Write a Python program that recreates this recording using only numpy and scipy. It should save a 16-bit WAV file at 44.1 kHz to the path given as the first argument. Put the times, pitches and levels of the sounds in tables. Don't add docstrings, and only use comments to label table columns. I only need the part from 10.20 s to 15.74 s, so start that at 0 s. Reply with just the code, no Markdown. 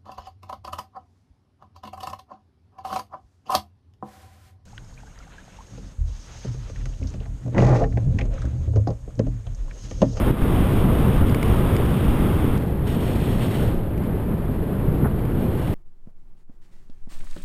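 import sys
import numpy as np
from scipy import signal
from scipy.fft import rfft, irfft, next_fast_len
from scipy.io import wavfile
from scipy.ndimage import uniform_filter1d

SR = 44100
rng = np.random.default_rng(int(sys.argv[2]) if len(sys.argv) > 2 else 0)


def unload_audio(sound):
    columns = np.transpose(np.atleast_2d(sound))
    steps = np.round(np.clip(columns, -1, 1) * 32767)
    wavfile.write(sys.argv[1], SR, steps.astype(np.int16))


def gain_from_db(level_db):
    decades = np.asarray(level_db, float) / 20
    return 10 ** decades


N = 244314
CUT_S = 2.378

# (frequency [Hz], density [dB per Hz])
THUD_COLOUR = [(7, -37), (12, -1), (25, -2.5), (40, -6.5), (55, 0), (70, -1), (85, -5.5), (110, -20),
               (190, -120)]
# (frequency [Hz], density [dB per Hz])
BUFFET_COLOUR = [(60, -42), (85, -3), (100, -0.5), (125, -0.5), (160, -3), (200, -4.5), (260, -7.5),
                 (330, -10), (400, -12), (500, -18), (650, -26), (1100, -120)]
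# (time [s], strength [dB])
WIND_STRENGTH = [(0, 0.5), (.65, 1), (1.0, 1), (1.2, -1.5), (1.45, 1), (1.8, -0.5), (2.05, 0), (2.37, -1.5),
                 (2.39, -1), (2.95, 1), (3.45, 1.5), (3.7, -3), (3.9, -.5), (4.4, -1.5), (4.75, 1),
                 (4.97, -0.5), (5.2, 0.5), (5.54, -0.5)]
# (time [s], half-length [s], thud swell [dB], buffet swell [dB])
EDDIES = [(0.102, .02, 6.5, 5.5), (0.232, 0.0091, 13.5, 5), (0.395, .04, 4, 1), (.58, .03, 2.5, -0.2),
          (.9, 0.043, -4, 1), (1.016, 0.05, 4, -0.5), (1.185, .03, -6, -2.5), (1.334, 0.04, 3.5, 0),
          (1.554, .03, -5, 1), (1.67, .03, 2, -1.2), (1.766, 0.027, -9, -2), (1.894, .045, 3, -1),
          (2.03, 0.036, -1, 2.5), (2.292, 0.036, 7, .5), (2.65, 0.033, 4, 1), (2.776, .03, 3.5, 0.5),
          (3.18, 0.023, 6, 1), (3.312, 0.064, -8, -.5), (3.465, 0.045, 4, 3), (3.576, .015, 8, 1.5),
          (3.725, 0.047, 2, -2), (3.837, 0.022, -4, 0), (3.94, .025, 1, 0.5), (4.405, 0.037, 2.5, -1.5),
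          (4.507, .04, -3, -1.5), (4.682, .03, 6, 1), (4.835, 0.024, 1.5, 6.5), (5.026, 0.036, 1, -.5),
          (5.21, 0.034, 3.5, 1), (5.43, .03, 1, -0.5)]
# (thud [dB], buffet [dB], roar [dB], hiss [dB])
SEAWARD_DB = (-21, -19, -31.5, -41.5)
# (thud [dB], buffet [dB], roar [dB], hiss [dB])
INLAND_DB = (-26, -22.5, -36.5, -59.5)
WIND_SHARE = (0.59, 0.61, 0.87, 0.75)
# (frequency [Hz], density [dB per Hz])
SURF_ROAR_COLOUR = [(240, -41), (400, -17), (453, -2.5), (562, -4.5), (707, -5.5), (1210, -7.5),
                    (2100, -21), (2730, -40), (4620, -120)]
# (frequency [Hz], density [dB per Hz])
SURF_HISS_COLOUR = [(1120, -30), (1900, -6.5), (2100, -4), (3340, -5), (3670, -8.5), (4170, -18),
                    (4800, -18.5), (5080, -22.5), (5400, -18), (5700, -20.5), (5950, -22), (7000, -50)]
# (time [s], half-length [s], swell [dB])
FLURRIES = [(0.227, 0.013, 2.5), (0.373, 0.039, 1.5), (.68, .04, -2.5), (1.037, .025, -3),
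            (1.193, .015, -1.5), (1.295, .05, 2.5), (1.545, 0.059, 0.5), (2.14, 0.045, -0.5),
            (2.3, 0.05, -2), (2.768, .03, -0.5), (2.88, .04, 2), (3.112, 0.021, 1), (3.17, 0.016, -2.5),
            (3.24, 0.021, 2.5), (3.29, 0.014, -3), (3.36, 0.037, 2), (3.853, 0.025, 3.5), (4.14, 0.025, -5),
            (4.474, .03, -2), (4.806, 0.018, 1.5), (4.93, .03, -2), (5.22, .03, 3), (5.295, .02, -2),
            (5.45, 0.057, 3.5)]
# (frequency [Hz], density [dB per Hz])
WIND_RUSH_COLOUR = [(240, -50), (400, -8), (536, -5), (587, -7.5), (832, -9.5), (910, -11.5), (1530, -18),
                    (1810, -21), (3290, -30.5), (5900, -47), (7670, -83), (13000, -120)]
# (frequency [Hz], density [dB per Hz])
GUST_HISS_COLOUR = [(1120, -31), (1900, -5.5), (2200, -11.5), (2800, -7.5), (3300, -6.5), (3780, -13),
                    (4150, -14), (4600, -17), (5050, -24.5), (5450, -15), (5700, -21.5), (5950, -17),
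                    (7000, -50)]
# (start [s], rise [s], hold [s], fall [s], lift of the hiss [dB])
GUSTS = [
    (2.367, .01, .04, .16, 7),
    (2.65, 0.026, .78, .17, 15.5),
    (4.95, 0.54, .3, .2, 9.5),
]
GUST_SHARE = (0.01, .03, .12, 1)
# (time [s], peak [dB], spread [s], bare crack [dB], low rings [dB])
DROPS = [
    (1.0959, -36, 0.0013, 5, -12),
    (1.1455, -31, 0.0014, 7, -2.5),
    (1.2278, -30, 0.002, 4, -6),
    (1.564, -31.5, 0.0015, 2, -10),
    (1.8567, -44, .0012, 5, -10),
    (3.7773, -43, .0011, 7, -16),
    (3.8357, -46, 0.0013, 1, -10),
    (4.993, -46, .001, 4, -8),
    (5.052, -45, .001, 8, -8),
]
# (frequency [Hz], level [dB], time to fall 60 dB [s])
CASE_RINGS = [(2390, 3.5, 0.0075), (3005, -1.5, 0.0033), (4760, -9.5, 0.0063)]
# (time [s], level [dB], half-length [s])
PUFFS = [
    (0.083, -29, 0.01),
    (0.224, -33, 0.0045),
    (4.856, -29, 0.011),
]
# (frequency [Hz], density [dB per Hz])
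PUFF_COLOUR = [(300, -18), (600, 10), (1000, 2.5), (1400, 5.5), (1800, -1), (2300, -22)]
# (time [s], level [dB])
BRIGHT_CLICKS = [
    (.1132, -33),
    (2.3782, -28),
]


def wind_on_port(thud_db, buffet_db):
    thud = turbulence(THUD_COLOUR, shared_db=-2.0, own_db=1.6, slow_hz=10, fast_hz=17.0)
    buffet = turbulence(BUFFET_COLOUR, shared_db=-1.2, own_db=-0.42, slow_hz=22, fast_hz=25)
    thud = evened(thud, span_s=0.032, share=0.57)
    buffet = evened(buffet, span_s=0.019, share=0.24)
    return gain_from_db(thud_db) * thud + gain_from_db(buffet_db) * buffet


def surf(roar_db, hiss_db):
    roar = turbulence(SURF_ROAR_COLOUR, shared_db=-0.47, own_db=0.5, slow_hz=15.0, fast_hz=40)
    hiss = turbulence(SURF_HISS_COLOUR, shared_db=-0.03, own_db=1.0, slow_hz=22, fast_hz=50)
    return gain_from_db(roar_db) * roar + gain_from_db(hiss_db) * hiss


def wind_over_land(roar_db, hiss_db):
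    rush = turbulence(WIND_RUSH_COLOUR, shared_db=0.45, own_db=0.6, slow_hz=14, fast_hz=40)
    hiss = turbulence(GUST_HISS_COLOUR, shared_db=-0.65, own_db=1.5, slow_hz=24, fast_hz=50)
    return gain_from_db(roar_db) * rush + gain_from_db(hiss_db) * hiss


def raindrops():
    out = np.zeros(N)
    age = np.arange(SR // 20) / SR
    bright = signal.butter(2, 2500, "high", fs=SR, output="sos")
    for s, db, spread, crack_db, low_db in DROPS:
        noise = rng.standard_normal(len(age))
        splat = noise * (1 - np.exp(-age / 0.00038)) * np.exp(-age / spread)
        crack = signal.sosfilt(bright, splat)
        tick = gain_from_db(crack_db - 2) * crack / np.abs(crack).max()
        for hz, ring_db, t60 in CASE_RINGS:
            r = gain_from_db(-60 / (t60 * SR))
            w = 2 * np.pi * hz / SR
            ring = signal.lfilter([0, np.sin(w)], [1, -2 * r * np.cos(w), r * r], splat)
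            level_db = ring_db + 0.56 * rng.standard_normal() + low_db * (hz < 3000)
            tick += gain_from_db(level_db) * ring / np.abs(ring).max()
        at = round(s * SR)
        out[at:at + len(age)] += gain_from_db(db + 9.5) * tick
    return out


def air_puffs():
    t = np.arange(N) / SR
    swell = sum(gain_from_db(db) * np.exp(-0.5 * ((t - s) / half) ** 2) for s, db, half in PUFFS)
    return swell * turbulence(PUFF_COLOUR, shared_db=-1.5, own_db=3.0, slow_hz=20, fast_hz=60)


def bright_clicks():
    clicks = np.zeros(N)
    for s, db in BRIGHT_CLICKS:
        clicks[round(s * SR)] = gain_from_db(db + 12)
    return signal.sosfilt(signal.butter(2, 3000, "high", fs=SR, output="sos"), clicks)


def automatic_gain():
    since = np.arange(N) / SR - 0.1132
    return gain_from_db(-7 * (since > 0) * np.exp(-(since / 0.12) ** 2))


def layer_levels():
    t = np.arange(N) / SR
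    s, strength_db = np.transpose(WIND_STRENGTH)
    wind_db = np.interp(t, s, strength_db)
    inland = t >= CUT_S
    mean_db = np.where(inland, np.c_[list(INLAND_DB)], np.c_[list(SEAWARD_DB)])
    gusts_db = np.outer(GUST_SHARE, gust_lift(t) * inland)
    return mean_db + np.outer(WIND_SHARE, wind_db) + gusts_db + passing_swells(t)


def gust_lift(t):
    lift = np.zeros(N)
    for s, rise, hold, fall, db in GUSTS:
        shape = np.interp(t - s, np.cumsum([0, rise, hold, fall]), [0, 1, 1, 0])
        front_db = 7 * np.exp(-np.abs(t - s) / 0.044)
        lift += shape * (db + front_db)
    return lift


def passing_swells(t):
    thud_db = sum(db * bump(t, s, half) for s, half, db, _ in EDDIES)
    buffet_db = sum(db * bump(t, s, half) for s, half, _, db in EDDIES)
    hiss_db = sum(db * bump(t, s, half) for s, half, db in FLURRIES)
    return np.vstack([thud_db, buffet_db, 0.37 * hiss_db, hiss_db])


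def bump(t, s, half):
    hollow = 0.24
    far = ((t - s) / half) ** 2
    return (1 + hollow) * np.exp(-far / 2) - hollow * np.exp(-far / 8)


def turbulence(colour, shared_db, own_db, slow_hz, fast_hz):
    size = next_fast_len(N)
    octave = np.log2(np.fft.rfftfreq(size, 1 / SR) + 1)
    hz, db = np.transpose(colour)
    density_db = np.interp(octave, np.log2(hz), db, left=-90, right=-90)
    shaped = rfft(rng.standard_normal(size)) * gain_from_db(density_db)
    together = drift(slow_hz) + drift(fast_hz)
    coarse = np.arange(N) / 20
    out = np.zeros(N)
    for centre in np.arange(np.log2(hz[0]), np.log2(min(hz[-1], 6000)) + 0.5, 0.5):
        window = np.cos(np.pi * np.clip(octave - centre, -0.5, 0.5)) ** 2
        band = irfft(shaped * window, size)[:N]
        flutter = gain_from_db(shared_db * together + own_db * drift(fast_hz))
        out += band * np.interp(coarse, np.arange(len(flutter)), flutter)
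    return rms_one(out)


def drift(rate_hz):
    r = np.exp(-40 * np.pi * rate_hz / SR)
    noise = rng.standard_normal(N // 20 + 2002)
    return rms_one(signal.lfilter([1], [1, -2 * r, r * r], noise)[2000:])


def evened(x, span_s, share):
    span = round(span_s * SR)
    power = uniform_filter1d(uniform_filter1d(x ** 2, span), span)
    return rms_one(x / (power + 0.045) ** (share / 2))


def rms_one(x):
    return x / np.sqrt(np.mean(x ** 2) + 1e-20)


def scene():
    thud_db, buffet_db, roar_db, hiss_db = layer_levels()
    seaward = np.arange(N) < CUT_S * SR
    wind = wind_on_port(thud_db, buffet_db)
    view = np.where(seaward, surf(roar_db, hiss_db), wind_over_land(roar_db, hiss_db))
    mix = automatic_gain() * (wind + view) + raindrops() + bright_clicks() + air_puffs()
    return mix[None]


def band_limit(x):
    return signal.sosfilt(signal.butter(12, 16060, fs=SR, output="sos"), x)


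def record(dry):
    soft = 1.2 * np.tanh(dry / 1.2)
    soft = signal.sosfilt(signal.cheby2(10, 12, 5990, fs=SR, output="sos"), soft)
    slow = signal.resample_poly(soft, 40, 147, axis=1)
    held = np.repeat(slow, 4, axis=1)
    held = signal.resample_poly(held, 147, 160, axis=1)[:, :N]
    held = np.pad(held, ((0, 0), (0, N - held.shape[1])))
    top_cut = signal.ellip(12, 0.2, 30, 15285, fs=SR, output="sos")
    mix = signal.sosfiltfilt(top_cut, held)
    return band_limit(mix)


dry = scene()
out = record(dry)
unload_audio(out)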